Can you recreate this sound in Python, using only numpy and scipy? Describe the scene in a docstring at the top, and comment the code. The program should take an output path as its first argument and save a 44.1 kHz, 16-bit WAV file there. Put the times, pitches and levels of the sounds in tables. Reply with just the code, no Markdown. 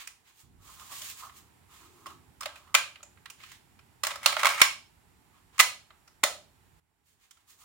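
"""A portable cassette player is handled over a desk: its door pops, a cassette slides in, the door snaps shut.
Each contact is a few milliseconds of uneven random blows, coloured by the shell's ringing tones.
Shaped noise makes the rubbing of skin, cassette and sleeve; low decaying swings add thuds to some heavy blows.
A small damped room answers with fading noise, over computer rumble, hiss and thin whines, in stereo."""
import sys
import numpy as np
from scipy import signal
from scipy.fft import rfft, irfft
from scipy.io import wavfile
from scipy.ndimage import uniform_filter1d

SR = 44100
rng = np.random.default_rng(int(sys.argv[2]) if len(sys.argv) > 2 else 0)


def transcribe(u):
    """Save the signal u as a 16-bit wav file named by the first command-line argument.

    u: samples, shape (n,) or (channels, n), limited to [-1, 1]; the rate is SR.
    q: integer samples, one column per channel.
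    """
    v = np.clip(np.atleast_2d(u).T, -1, 1)
    q = np.round(v * 32767).astype(np.int16)
    wavfile.write(sys.argv[1], SR, q)


N = 336924  # length in samples
T = np.arange(N) / SR  # time in s


def undb(db):
    """Turn decibels into a gain."""
    return 10 ** (np.asarray(db) / 20)


def unit(x):
    """Scale a sound to an average (RMS) level of 1."""
    return x / np.sqrt(np.mean(x ** 2))


def across(hz, table):
    """Read (f/Hz, value) rows on a log-frequency axis."""
    rows = np.array(table)
    return np.interp(np.log(hz), np.log(rows[:, 0]), rows[:, 1])


def colour(x, gain):
    """Filter a sound by a function from Hz to gain."""
    size = x.shape[-1]
    f = np.maximum(np.fft.rfftfreq(size, 1 / SR), 1)
    return irfft(rfft(x) * gain(f), size)


def curve(rows, column):
    """Gain over time from a dB column, silent outside the rows."""
    rows = np.array(rows)
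    edge_s = np.minimum(T - rows[0, 0], rows[-1, 0] - T)
    # 10 ms fades at the ends, but none at the very start or end of the scene
    fade = np.clip(edge_s * 100 + (T < .01) + (T > T[-1] - .01), 0, 1)
    return undb(np.interp(T, rows[:, 0], rows[:, column])) * fade


def walk(rate):
    """Random levels held for 1 / rate seconds, then smoothed twice into a wandering line."""
    k = int(SR / rate)
    held = np.repeat(rng.standard_normal(N // k + 1), k)
    smooth = uniform_filter1d(uniform_filter1d(held, k), k)
    return 1.3 * smooth[:N]


def pair(left_db):
    """Left and right gains, with the left louder by left_db."""
    return undb(np.array([[left_db], [-left_db]]) / 2)


# Tone balance of the background noise before its layers are levelled: (f/Hz, level/dB)
NOISE_BALANCE = [(15, -58.5), (25, -34), (41, -5), (87, 1), (124, -5), (430, -14.5), (534, -23.5),
                 (869, -13.5), (1170, -19.5), (1960, -20), (3190, -25), (6630, -31.5), (7190, -27),
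                 (8460, -27), (16200, -32)]
# How alike left and right are, before limiting to 0...0.99: (f/Hz, likeness [1 = same])
LIKENESS = [(60, 0.82), (130, 0.36), (290, 0.26), (640, 0.26), (1410, 0.1), (3100, 0.1), (6820, -0.02),
            (15000, 0.04)]
# Thin whines of electronics on the desk, before they waver: (f/Hz, level/dB against the hiss)
WHINES = [(5749, -20), (6998, -17), (7402, -17), (10401, -22), (15299, -25)]
# Background levels over time: (t/s, deep rumble level/dB, fan rumble level/dB, hiss level/dB)
BACKGROUND_LEVELS = [(0, -74, -72.5, -70.5), (.425, -93, -81, -70.5), (.435, -66.5, -64.5, -74),
                     (.9, -71.5, -65, -62.5), (1.1, -79.5, -66, -65.5), (6.795, -75.5, -67.5, -68),
                     (6.805, -95.5, -80, -81.5), (7.64, -83.5, -78, -71.5)]


def background():
    """Noise split by pitch into deep rumble, wavering fan rumble and hiss, plus sine-wave whines."""
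    like = lambda f: np.clip(across(f, LIKENESS), 0, .99)
    mid = colour(rng.standard_normal(N), lambda f: np.sqrt(1 + like(f)))
    side = colour(rng.standard_normal(N), lambda f: np.sqrt(1 - like(f)))
    stereo = mid + np.array([[1], [-1]]) * side
    noise = colour(stereo, lambda f: undb(across(f, NOISE_BALANCE)))
    low = colour(noise, lambda f: 1 / (1 + (f / 420) ** 4))
    deep = colour(low, lambda f: 1 / (1 + (f / 66) ** 8))
    fan = unit(low - deep) * undb(1.7 * walk(6.5))
    whines = 0
    for k, (hz, db) in enumerate(WHINES):
        phase = np.array([[0], [k]])  # sets how far apart left and right start
        whines = whines + undb(db + 1.5 * walk(15)) * np.sin(2 * np.pi * hz * T + phase)
    layers = unit(deep), fan, unit(noise - low) + whines
    return sum(x * curve(BACKGROUND_LEVELS, k + 1) for k, x in enumerate(layers)) * pair(-4.5)


STROKE_RISE_S, STROKE_FALL_S = 0.06, 0.023


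def stroke(start, length, db):
    """Gain of one rub: it rises towards db, then dies away after its length, even if still rising."""
    t = T - start
    rise = np.clip(t / STROKE_RISE_S + (start == 0), 0, 1)  # a rub at time 0 is already under way
    return undb(db) * rise * np.exp(-np.maximum(t - length, 0) / STROKE_FALL_S)


# Tone balance of rubbing skin, before levelling and the cut below 1400 Hz: (f/Hz, level/dB)
SKIN_BALANCE = [(880, -36.5), (1500, 0), (3130, 1), (5750, -5), (6880, -1), (11400, -9.5), (15100, -6),
                (16200, -7)]
# The hollow of the shell: (f/Hz, distance to half gain/Hz)
SKIN_HOLLOW = (1148, 170)
# Fingers shifting their grip, levels aimed for:
# (t/s, length/s, scuff level/dB, hollow body level/dB, fine hiss level/dB)
GRIP_SHIFTS = [(0, 0.021, -50.5, -58.5, -52.5), (0.237, 0.048, -63.5, -70, -64.5),
               (0.333, 0.068, -69, -68, -58.5), (1.678, 0.18, -63.5, -61.5, -60),
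               (1.883, 0.24, -75, -68.5, -69), (2.055, 0.02, -52, -43.5, -53),
               (2.518, 0.062, -61, -55.5, -62), (2.59, 0.18, -78, -63.5, -80),
               (3.363, 0.1, -58, -69, -62.5), (3.46, .07, -57, -71, -59), (5.287, .09, -70.5, -68, -76),
               (5.521, 0.042, -57.5, -58.5, -62), (7.029, 0.1, -79.5, -94.5, -71),
               (7.18, 0.07, -71.5, -80, -70), (7.313, 0.098, -77.5, -91, -76),
               (7.461, 0.042, -62.5, -66, -53.5), (7.566, 0.058, -69, -66.5, -59.5)]
# One long slide of the hand while the player is turned over: (t/s, scuff level/dB, hollow body level/dB)
TURN_OVER = [(.58, -102, -84), (.622, -70.5, -64.5), (.712, -60.5, -63), (.882, -63, -64),
             (.922, -50.5, -43.5), (.946, -52.5, -61), (1.104, -52, -59), (1.15, -65, -63.5),
             (1.188, -52, -60), (1.236, -59, -47), (1.318, -74.5, -67), (1.382, -60, -70),
             (1.44, -88, -66.5), (1.5, -84, -90)]
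TURN_HISS_DB = 7.5  # fine hiss against the scuff
SCUFF_TOP_HZ = 4660


def skin():
    """Slip-stick rubbing as fluttering noise; the hollow shell lifts one band."""
    hz, width = SKIN_HOLLOW
    grain = undb(1.8 * walk(45) + 1.2 * walk(300))
    rough = rng.standard_normal((2, N)) * grain
    noise = colour(rough, lambda f: undb(across(f, SKIN_BALANCE)) * (f > 1400))
    scuff = colour(noise, lambda f: 1 / (1 + (f / SCUFF_TOP_HZ) ** 4))
    push = rng.standard_normal(N) + 0.36 * rng.standard_normal((2, N))  # mostly shared by both sides
    body = colour(push * undb(3.2 * walk(30)), lambda f: 1 / (1 + ((f - hz) / width) ** 2))
    layers = scuff, body, noise - scuff
    turn_scuff = curve(TURN_OVER, column=1)
    turn = turn_scuff, curve(TURN_OVER, column=2), turn_scuff * undb(TURN_HISS_DB)
    total = 0
    for k, layer in enumerate(layers):
        grip = sum(stroke(*row[:2], row[k + 2]) for row in GRIP_SHIFTS)
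        total = total + unit(layer) * (turn[k] + grip)
    return total * pair(-3.5)


# How long the room takes to fade by 60 dB: (f/Hz, fade time/s)
ROOM_FADE = [(150, 0.64), (500, 0.37), (1500, 0.24), (5000, 0.37), (12000, 0.24)]
ROOM_DB, ROOM_GAP_S = -4.5, 0.0012  # strength of the echo, silence before it


def room(dry):
    """Dense echoes as fading noise, octave by octave, less alike left and right towards the treble."""
    t = np.arange(SR // 2) / SR
    tail = 0
    for hz in 125 * 2. ** np.arange(8):
        shared = min(900 / hz, 1.5) * rng.standard_normal(len(t))
        noise = rng.standard_normal((2, len(t))) + shared
        octave = lambda f: np.cos(np.pi / 2 * np.clip(np.log2(f / hz), -1, 1))
        band = colour(noise / noise.std(), octave)
        tail = tail + band * np.exp(-np.log(1000) * t / across(hz, ROOM_FADE))
    tail = tail * np.clip((t - ROOM_GAP_S) / 0.0013, 0, 1)
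    tail = tail / np.sqrt((tail ** 2).sum(1, keepdims=True))
    return undb(ROOM_DB) * signal.fftconvolve(dry, tail, axes=1)[:, :N]


# Ringing tones (modes) of the plastic shell, before small random shifts of pitch and level:
# (f/Hz, level/dB, time to fade by 60 dB/s)
SHELL_MODES = [(602.6, 5, 0.043), (870, -4.5, 0.031), (1106, -1.5, 0.025), (1305, 0.5, 0.015),
               (1590, 0.5, 0.058), (1974, -2, 0.014), (2220, 0.5, 0.019), (2450, -4.5, 0.019),
               (2760, -5.5, .03), (3040, -4, 0.0066), (3680, -1.5, 0.17), (4154, -6, 0.022),
               (5210, 0, 0.055), (7020, -2, .015)]
RADIATES_HZ = 481  # a small shell moves ever less air below this


def contact(low_db, high_db, strong_hz, rattle_ms, strong_db, crack_db=-6.0):
    """Uneven blows make the shell ring; returns the stereo sound and its plain response for the room."""
    size = 4096
    f = np.maximum(np.fft.rfftfreq(size, 1 / SR), 1)
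    hz, db, t60 = np.transpose(SHELL_MODES)
    chance = rng.standard_normal((2, len(hz)))
    hz = (hz * (1 + .015 * chance[0]))[:, None]
    width = np.log(1000) / np.pi / t60[:, None]  # a quick fade means a broad resonance
    resonance = 1j * f * width / (hz ** 2 - f ** 2 + 1j * f * width)
    modes = undb(db + 4 * chance[1])[:, None] * resonance
    tilt_db = across(f, [(400, low_db - 5.0), (680, low_db), (1050, 4.2), (4000, -1.2), (5500, high_db),
                         (9500, high_db - 1.0), (11500, high_db - 10.0), (15000, high_db - 5.5)])
    # the spot that is struck favours one region
    tilt_db = tilt_db + strong_db * np.exp(-(np.log2(f / strong_hz) / .24) ** 2)
    radiates = (1j * f / (RADIATES_HZ + 1j * f)) ** 3
    # an even crack fills in between the modes
    ringing = np.sqrt(undb(2 * crack_db) + (np.abs(modes) ** 2).sum(0))
    body = ringing * undb(tilt_db) * np.abs(radiates)
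    # make the response start at the blow, using the cepstrum of the log gain
    cepstrum = irfft(np.log(body + 1e-9), size)
    fold = np.r_[1, np.full(size // 2 - 1, 2), 1, np.zeros(size // 2 - 1)]
    body = np.exp(rfft(cepstrum * fold))
    u = np.arange(size) / SR * 1000 / np.clip(rattle_ms, .3, 14)  # time in rattle lengths
    shape = np.minimum(u * 2.5, 1) * np.exp(-u ** 2)
    noise = rng.standard_normal((3, size))
    blows = noise[:2] * (.5 + np.abs(noise[2])) * shape
    mid, side = rfft(blows)
    # the blow reaches the two sides at different angles: the higher, the less alike
    spread = np.array([[1], [-1]]) * np.minimum(f / 3800, .95) * side
    near = irfft(body * (mid + spread), size)
    # the loudest 2 ms (88 samples) average half of full scale
    near = near / np.sqrt(uniform_filter1d((near ** 2).mean(0), size=88).max()) / 2
    even = irfft(body, size)
    return near, even * np.sqrt((near ** 2).mean() / (even ** 2).mean())


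# Contacts; level sets the loudest 2 ms, where 0 dB is half of full scale before stereo balance:
# (t/s, level/dB, low modes level/dB, high modes level/dB, strongest region f/Hz, lift there level/dB)
CONTACTS = [(0.072, -29, -7, 5, 2500, 5), (0.795, -42, -18, 1, 3800, 6), (0.923, -39, -5, 2, 1180, 6),
            (1.016, -30.5, 3, 9, 3180, 14), (1.293, -41, -7, -15, 1160, 12),
            (2.057, -32.5, -9, -7, 1140, 21), (2.064, -32, 5, -2, 1150, 14), (2.103, -47, -1, -6, 1110, 5),
            (2.407, -28, -4.5, 3.5, 1180, 10), (2.42, -33.5, 0.5, -8, 1222, 3.5),
            (2.43, -30.5, 1.5, -5, 1322, 7), (2.456, -23.5, 0, -9.5, 603, 10.5),
            (2.556, -40.5, -3, -5.5, 2613, 7), (2.673, -53.5, 2, -11, 964, 9.5),
            (2.742, -13.5, -2.5, -7.5, 6800, 4), (2.748, -2.5, -9.5, -5, 2360, 3.5),
            (2.955, -39.5, 2, -14, 2670, 6), (3.003, -49, 1, -15, 1210, 16),
            (3.028, -35, 9.5, -2.5, 7080, 15.5), (3.171, -52, 4, -23, 2200, 4),
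            (3.256, -35.5, -14, -10.5, 2430, 1), (3.299, -34.5, -9.5, 5, 2840, 6.5),
            (3.401, -45, -10, -13.5, 2250, 10), (3.434, -37.5, -12, -4, 2350, 11),
            (3.515, -39, -4.5, 0, 1960, 7), (3.789, -46.5, 1, -6.5, 2700, 7.5),
            (4.034, -15, 2.5, 1, 1116, 7.5), (4.047, -21.5, -6, -3.5, 7370, 0), (4.067, -17, 5, 0, 1830, 3),
            (4.105, -26, 3.5, -12.5, 1083, 5.5), (4.112, -27.5, 5, -10, 1284, 7),
            (4.156, -29.5, 4, -2, 1228, 4.5), (4.229, -31.5, 11, -0.5, 1117, 5.5),
            (4.259, -3.5, 3, -1, 4183, 7.5), (4.324, -21.5, 4.5, -8, 1262, 6),
            (4.365, -16, 6, -13, 1335, 5.5), (4.392, -21.5, 5.5, -7, 1130, 5.5),
            (4.412, -30, 2, -2.5, 3650, 7.5), (4.431, -12.5, 8, -7, 1220, 8.5),
            (4.445, -12.5, 4.5, -10, 1220, 4.5), (4.454, -6.5, 1.5, -4.5, 2350, 3),
            (4.467, -10.5, 1, -8, 1300, 2), (4.488, -21, 1.5, -1, 2170, 4.5),
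            (4.577, -26, -3, -7, 1529, 4.5), (4.602, -20.5, -1.5, -8, 2260, 4.5),
            (4.615, 0.5, -6.5, -2, 2900, 2.5), (5.579, -29, -9, 3, 2090, 7),
            (5.591, -13.5, -7, 2, 1202, 8.5), (5.596, -3, -3.5, -1.5, 2220, 8),
            (5.6, -5, -5, -5.5, 2082, 2), (5.606, -8, 0, 11, 2464, 3.5), (5.903, -43, 2.5, -19.5, 1280, 9),
            (6.075, -48, -4.5, -1.5, 5310, 10), (6.232, -19, 8.5, -6.5, 1729, 4),
            (6.236, -6.5, 8.5, 2, 3627, 4.5), (7.308, -44.5, -10, 8, 3380, 9),
            (7.369, -56.5, 2, -2, 1290, 1)]
HITS_LEFT_DB, HITS_SCATTER_DB = -3.5, 2  # left against right, and its random spread
RATTLE_MS, RATTLE_MS_PER_DB = 5.18, 0.08  # a light touch rattles on longer than a hard blow


def clicks():
    """Door latch, buttons, cassette and fingertips strike the shell, each as one short rattle."""
    near, spread = np.zeros((2, N + SR)), np.zeros(N + SR)
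    for s, db, low_db, high_db, strong_hz, strong_db in CONTACTS:
        rattle_ms = RATTLE_MS - RATTLE_MS_PER_DB * db
        hit, even = contact(low_db, high_db, strong_hz, rattle_ms, strong_db)
        start = int(s * SR)
        at = slice(start, start + len(even))
        left_db = HITS_LEFT_DB + HITS_SCATTER_DB * rng.standard_normal()
        near[:, at] += hit * undb(db) * pair(left_db)
        spread[at] += even * undb(db)
    return near[:, :N], spread[:N]


# A sleeve drags over the desk mat, level before stereo balance: (t/s, length/s, level/dB)
SLEEVE_DRAG = (1.77, 0.38, -68)


def sleeve(hz=350, width=70):
    """Cloth rubbing on the mat gives a dull scuff: noise in one low band."""
    drag = rng.standard_normal(N) + .5 * rng.standard_normal((2, N))
    dull = colour(drag, lambda f: 1 / (1 + ((f - hz) / width) ** 2))
    return unit(dull) * stroke(*SLEEVE_DRAG) * pair(2.0)


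# Cassette scraping along its guides, level before stereo balance: (t/s, level/dB)
SCRAPE = [(4.03, -49), (4.12, -44), (4.21, -56.5), (4.248, -36), (4.326, -47.5), (4.44, -35), (4.5, -31.5),
          (4.54, -31), (4.57, -33.5), (4.605, -26.5), (4.62, -37)]


def slide():
    """Dense tiny catches of plastic on plastic: fluttering noise coloured like the shell."""
    catches = rng.standard_normal(N) + 0.82 * rng.standard_normal((2, N))
    catches = catches * undb(2.5 * walk(90) + 2.5 * walk(900))
    shell = contact(2.5, -3, 2100, 0.37, 3.1)[1]
    scrape = signal.fftconvolve(catches, shell[None], axes=1)[:, :N]
    return unit(scrape) * curve(SCRAPE, 1) * pair(-1.5)


# Some heavy blows also jolt hands and desk, swing level before decay and bass cut: (t/s, level/dB)
JOLTS = [(4.258, -52), (4.615, -24.5), (5.601, -32.5), (6.236, -27.5)]


def thuds(hz=300, t60=0.013, floor_hz=110):
    """Hands and desk make one low swing, damped almost at once, with little deep bass."""
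    out = 0
    for s, db in JOLTS:
        t = np.maximum(T - s, 0)
        out = out + undb(db) * np.sin(2 * np.pi * hz * t) * np.exp(-np.log(1000) * t / t60)
    return colour(out, lambda f: 1j * f / (floor_hz + 1j * f)) * pair(-5.5)


def scene():
    """Add the clicks, thuds and rubbing, the room's answer and the background."""
    near, spread = clicks()
    rubbing = skin() + slide() + sleeve()
    echoes = room(spread * pair(-2.5) + rubbing)
    return near + thuds() + rubbing + echoes + background()


def record(dry):
    """Flatten peaks beyond 0.98 of full scale, then cut sharply above 16 kHz."""
    cut = signal.ellip(10, .2, 70, 16000, fs=SR, output="sos")
    return signal.sosfilt(cut, np.clip(dry, -.98, .98))


dry = scene()
out = record(dry)
transcribe(out)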